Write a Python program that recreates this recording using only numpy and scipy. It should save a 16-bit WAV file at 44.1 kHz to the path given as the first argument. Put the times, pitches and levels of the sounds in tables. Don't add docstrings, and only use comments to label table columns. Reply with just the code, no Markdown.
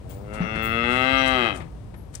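import sys
import numpy as np
from scipy import signal
from scipy.fft import rfft, irfft
from scipy.io import wavfile
from scipy.ndimage import uniform_filter1d, map_coordinates

SR = 44100
rng = np.random.default_rng(int(sys.argv[2]) if len(sys.argv) > 2 else 0)


def persist_wave(psi):
    counts = np.round(np.clip(psi, -1, 1) * 32767).astype(np.int16)
    wavfile.write(sys.argv[1], SR, np.atleast_2d(counts).T)


N = 97020
T = np.arange(N) / SR
FFT_SIZE = 2 ** 17
HZ = np.maximum(np.arange(FFT_SIZE // 2 + 1) * SR / FFT_SIZE, 1)


# (time [s], relative level [dB])
CALL_EFFORT = [(0, -30.5), (.2, -18), (.35, -13.5), (.84, -3.5), (1.16, 1), (1.46, -2.5), (1.56, -9)]

def moo():
    effort_db, = in_time(CALL_EFFORT)
    voice = throat_and_mouth(vocal_folds())
    hum = filtered(voice, below(hz=950))
    hum_gain = from_db(-28 + 0.9 * effort_db) * (1 - step(1.544, over_s=0.036))
    mouth_open = step(0.34, over_s=0.036) * (1 - step(1.519, over_s=0.018))
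    bellow_gain = from_db(-26.5 + effort_db) * mouth_open
    return hum_gain * hum + bellow_gain * (voice - hum)


# (time [s], pitch [Hz])
FOLD_PITCH = [(.07, 91.94), (.2, 99.9), (.39, 107.8), (.62, 111.2), (.78, 116.2), (.865, 119.7),
              (.96, 126.8), (1.14, 133.6), (1.33, 129.7), (1.395, 123.5), (1.455, 114.1), (1.51, 99.2)]

def vocal_folds():
    harmonics, hoarse_hz, sag_hz_per_s = 120, 5070, 190
    jitter, shimmer_db, skew_rad = 0.017, 0.5, 2.17
    roughness = 0.13 + step(1.488, over_s=0.021)
    sag_hz = sag_hz_per_s * np.clip(T - FOLD_PITCH[-1][0], 0, .15)
    pitch = uniform_filter1d(in_time(FOLD_PITCH)[0], size=1500) - sag_hz
    phase = 2 * np.pi * np.cumsum(pitch * (1 + jitter * roughness * drift(rate_hz=87))) / SR
    pulses = sum(np.cos(k * phase - skew_rad * np.exp(-k / 2.9)) for k in range(1, harmonics + 1))
    puffs = rms_one((1 + np.cos(phase)) ** 2 + 2)
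    air = np.sqrt(harmonics) * rng.standard_normal(N) * puffs
    shimmer = from_db(shimmer_db * roughness * drift(rate_hz=190))
    voiced = filtered(pulses * shimmer, 1 / np.sqrt(1 + (HZ / hoarse_hz) ** 4))
    breath = from_db(-9) * roughness * air
    hoarseness = from_db(1) * filtered(air, 1 - below(hoarse_hz))
    return voiced + breath + hoarseness


# (frequency [Hz], gain [dB])
MOUTH_HALF_OPEN = [(110, -13), (218, 1.5), (238, 8.5), (300, 0), (460, 5.5), (880, -14.5), (1100, -7),
                   (1310, 6), (1600, -10.5), (1780, -0.5), (2150, -0.5), (2330, -13.5), (2700, 7.5),
                   (2980, -21.5), (3400, -0.5), (3650, -20.5), (4500, -24.5), (4850, -40), (5200, -22.5),
                   (5600, -43), (15000, -53)]
# (frequency [Hz], gain [dB])
WIDE_MOO_IN_YARD = [(110, -22), (170, -4.5), (260, 5), (383, 7.5), (400, -19), (425, -3), (665, -1),
                    (900, 0), (1060, -7), (1210, 3.5), (1420, -7.5), (1600, 6.5), (1800, -13), (2080, 4),
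                    (2300, -10.5), (2580, -3.5), (3200, -1), (3450, -16.5), (3950, -7.5), (4300, -27),
                    (4600, -19.5), (4850, -41), (5200, -29.5), (6500, -43), (8000, -37), (10000, -48),
                    (11500, -41.5), (15000, -74)]
# (time [s], frequency ratio [1])
JAW_GLIDE = [(.3, 1.005), (.68, .985), (1, 1), (1.45, 1.005)]

def throat_and_mouth(source):
    ratio, = in_time(JAW_GLIDE)
    half_open = gliding(source, causal(MOUTH_HALF_OPEN), ratio)
    wide_open = gliding(source, causal(WIDE_MOO_IN_YARD), ratio)
    widened = step(0.93, over_s=0.15)
    voice = (1 - widened) * half_open + widened * wide_open
    treble = filtered(voice, 1 - below(hz=3050))
    voice = voice - (1 - step(0.49, over_s=0.043)) * treble
    ringing = filtered(voice, resonance(hz=2534, width_hz=62))
    return voice + from_db(7.5) * step(1.434, over_s=0.021) * ringing


def off_the_ground(x):
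    direct_share, delay_ms = 0.48, 1.297 + 0.19 * T
    bounce = map_coordinates(x, [np.arange(N) - delay_ms * SR / 1000])
    return direct_share * x + bounce


# (time [s], level [dB])
HOOF_STRIKES = [(0.405, -7.5), (0.427, -17), (0.559, -17.5)]
# (frequency [Hz], relative level [dB], T60 [s])
EARTH_MODES = [(181.7, -5, 0.082), (790, -28, 0.14)]

def hoof_thuds():
    out = np.zeros(N)
    for s, db in HOOF_STRIKES:
        age = np.maximum(T - s, 0)
        for hz, mode_db, t60 in EARTH_MODES:
            out += from_db(db + mode_db) * np.sin(2 * np.pi * hz * age) * from_db(-60 * age / t60)
    return out


# (time [s], grit level [dB], push level [dB], decay [s])
STEPS_AND_PUFF = [(0.107, -48, -46, 0.05), (0.341, -44.5, -35, 0.03), (0.414, -63, -29, 0.048),
                  (0.557, -50.5, -30, 0.03), (0.641, -45, -56, 0.038), (.915, -44.5, -65, 0.13),
                  (1.273, -38, -46, 0.029), (1.554, -42.5, -34.5, 0.033), (1.606, -71, -32, 0.018),
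                  (1.943, -56.5, -38.5, 0.0091), (2.144, -40.5, -44, 0.024)]
# (frequency [Hz], relative level [dB])
GRIT_SPECTRUM = [(1000, -7.5), (3000, 1.5), (6000, 1), (9000, 7), (11000, -8.5), (13500, -8), (15000, -40)]
# (frequency [Hz], relative level [dB])
PUSH_SPECTRUM = [(150, 3.5), (600, -2), (1200, -3.5), (2400, -7.5), (4000, -19.5), (9000, -48)]

def scuffs_and_puff():
    grains_per_s, spread_db, attack_share = 3000, 4, 0.26
    grains = (rng.random(N) < grains_per_s / SR) * rng.choice([-1, 1], N)
    strengths = from_db(spread_db * np.minimum(rng.exponential(1, N), 4))
    grit = rms_one(filtered(grains * strengths, causal(GRIT_SPECTRUM)))
    push = noise(causal(PUSH_SPECTRUM))
    return sum(burst(s, attack_share * decay, decay) * (from_db(grit_db) * grit + from_db(push_db) * push)
               for s, grit_db, push_db, decay in STEPS_AND_PUFF)


# (time [s], level [dB])
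PEBBLE_SNAPS = [(2.152, -24), (2.1558, -25)]

def pebble_crack():
    snap = noise(band(hz=7000, width_hz=3900) + 0.19 * below(hz=15500))
    return snap * sum(from_db(db) * burst(s, attack_s=0.00027, decay_s=0.0012) for s, db in PEBBLE_SNAPS)


# (time [s], frequency [Hz], level [dB], decay [s])
STEP_RINGS = [(0.097, 15400, -45, 0.055), (.63, 15400, -35, 0.043), (0.638, 11060, -46.5, 0.087),
              (1.18, 5790, -41.5, 0.11), (0.418, 5830, -54, .19), (1.967, 11300, -54.5, 0.054)]

def thin_rings():
    return sum(noise(band(hz, width_hz=430)) * from_db(db) * burst(s, attack_s=0.003, decay_s=decay)
               for s, hz, db, decay in STEP_RINGS)


# (frequency [Hz], right minus left [dB])
RIGHT_MIC_SHADE = [(60, -9), (200, -1.5), (380, -6), (700, -16.5), (1290, -14.5), (2000, -23), (2600, -56),
                   (4400, -18), (8000, -66), (15000, -37)]

def from_the_left(x):
    left_lag_ms = 0.28
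    left = filtered(x, np.exp(-2j * np.pi * HZ * left_lag_ms / 1000))
    right = filtered(x, from_db(in_hz(RIGHT_MIC_SHADE)[0]))
    return np.array([left, right])


def yard_echoes(x):
    t60_s, delay_s, dull_hz, left_db, right_db = 0.27, 0.0074, 1530, -6, -19
    tail = rng.standard_normal((2, N)) * from_db(-60 * T / t60_s) * (T > delay_s)
    tail /= np.sqrt(np.sum(tail ** 2, axis=1, keepdims=True))
    dull = filtered(x, 1 / (1 + 1j * HZ / dull_hz))
    return signal.fftconvolve(dull[None], tail, axes=1)[:, :N] * from_db([[left_db], [right_db]])


# (frequency [Hz], relative level [dB], right minus left [dB], left-right likeness [0-1])
OPEN_AIR = [(25, -49, 18, 0.63), (33.7, -24, 4, 0.74), (54.7, -0.5, 4, 1), (80, 0, -16.5, 0.61),
            (104.3, -5.5, 7, 1), (173, -8, -12, 0.94), (405, -18, -5.5, 0), (900, -25, -12.5, 0.31),
            (1530, -34.5, -12.5, 0), (7000, -48.5, -6.5, 0), (9300, -45, -15, 0), (11200, -58, -1, 0),
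            (15300, -58, -4, 0.11)]

def distant_rumble():
    db, right_db, alike = in_hz(OPEN_AIR)
    mid, side = rng.standard_normal((2, N))
    shared, apart = np.sqrt(1 + alike), np.sqrt(np.maximum(1 - alike, 0))
    left_gain, right_gain = from_db(db), from_db(db + right_db)
    left = filtered(mid, left_gain * shared) + filtered(side, left_gain * apart)
    right = filtered(mid, right_gain * shared) - 0.87 * filtered(side, right_gain * apart)
    level_db = -41.5 + 7 * np.exp(-(T - 0.88) ** 2)
    return rms_one(np.array([left, right])) * from_db(level_db)


def from_db(db):
    return 10 ** (np.asarray(db) / 20)


def rms_one(x):
    return x / np.sqrt(np.mean(x ** 2) + 1e-20)


def in_time(rows):
    s, *columns = np.transpose(rows)
    return [np.interp(T, s, c) for c in columns]


def in_hz(rows):
    hz, *columns = np.transpose(rows)
    return [np.interp(np.log(HZ), np.log(hz), c) for c in columns]


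def filtered(x, response):
    return irfft(rfft(x, FFT_SIZE) * response, FFT_SIZE)[..., :N]


def causal(rows):
    cepstrum = irfft(np.log(from_db(in_hz(rows)[0])))
    cepstrum[1:FFT_SIZE // 2] *= 2
    cepstrum[FFT_SIZE // 2 + 1:] = 0
    return np.exp(rfft(cepstrum))


def gliding(x, response, ratio):
    samples, clock = np.arange(N), np.cumsum(ratio)
    stretched = map_coordinates(x, [np.interp(samples, clock, samples)])
    return map_coordinates(filtered(stretched, response), [clock])


def below(hz):
    return 1 / (1 + (HZ / hz) ** 8)


def band(hz, width_hz):
    return 1 / (1 + (2 * (HZ - hz) / width_hz) ** 4)


def resonance(hz, width_hz):
    return 1 / (1 + 2j * (HZ - hz) / width_hz)


def noise(response):
    return rms_one(filtered(rng.standard_normal(N), response))


def drift(rate_hz):
    return noise(1 / (1 + (HZ / rate_hz) ** 2))


def burst(s, attack_s, decay_s):
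    return np.exp(-np.maximum((s - T) / attack_s, (T - s) / decay_s))


def step(s, over_s):
    return .5 + .5 * np.tanh((T - s) / (2 * over_s))


def scene():
    cattle = off_the_ground(moo()) + hoof_thuds() + scuffs_and_puff() + pebble_crack() + thin_rings()
    return from_the_left(cattle) + yard_echoes(cattle) + distant_rumble()


def record(dry):
    cutoff_hz = 15900
    return filtered(dry, 1 / np.sqrt(1 + (HZ / cutoff_hz) ** 200))


dry = scene()
out = record(dry)
persist_wave(out)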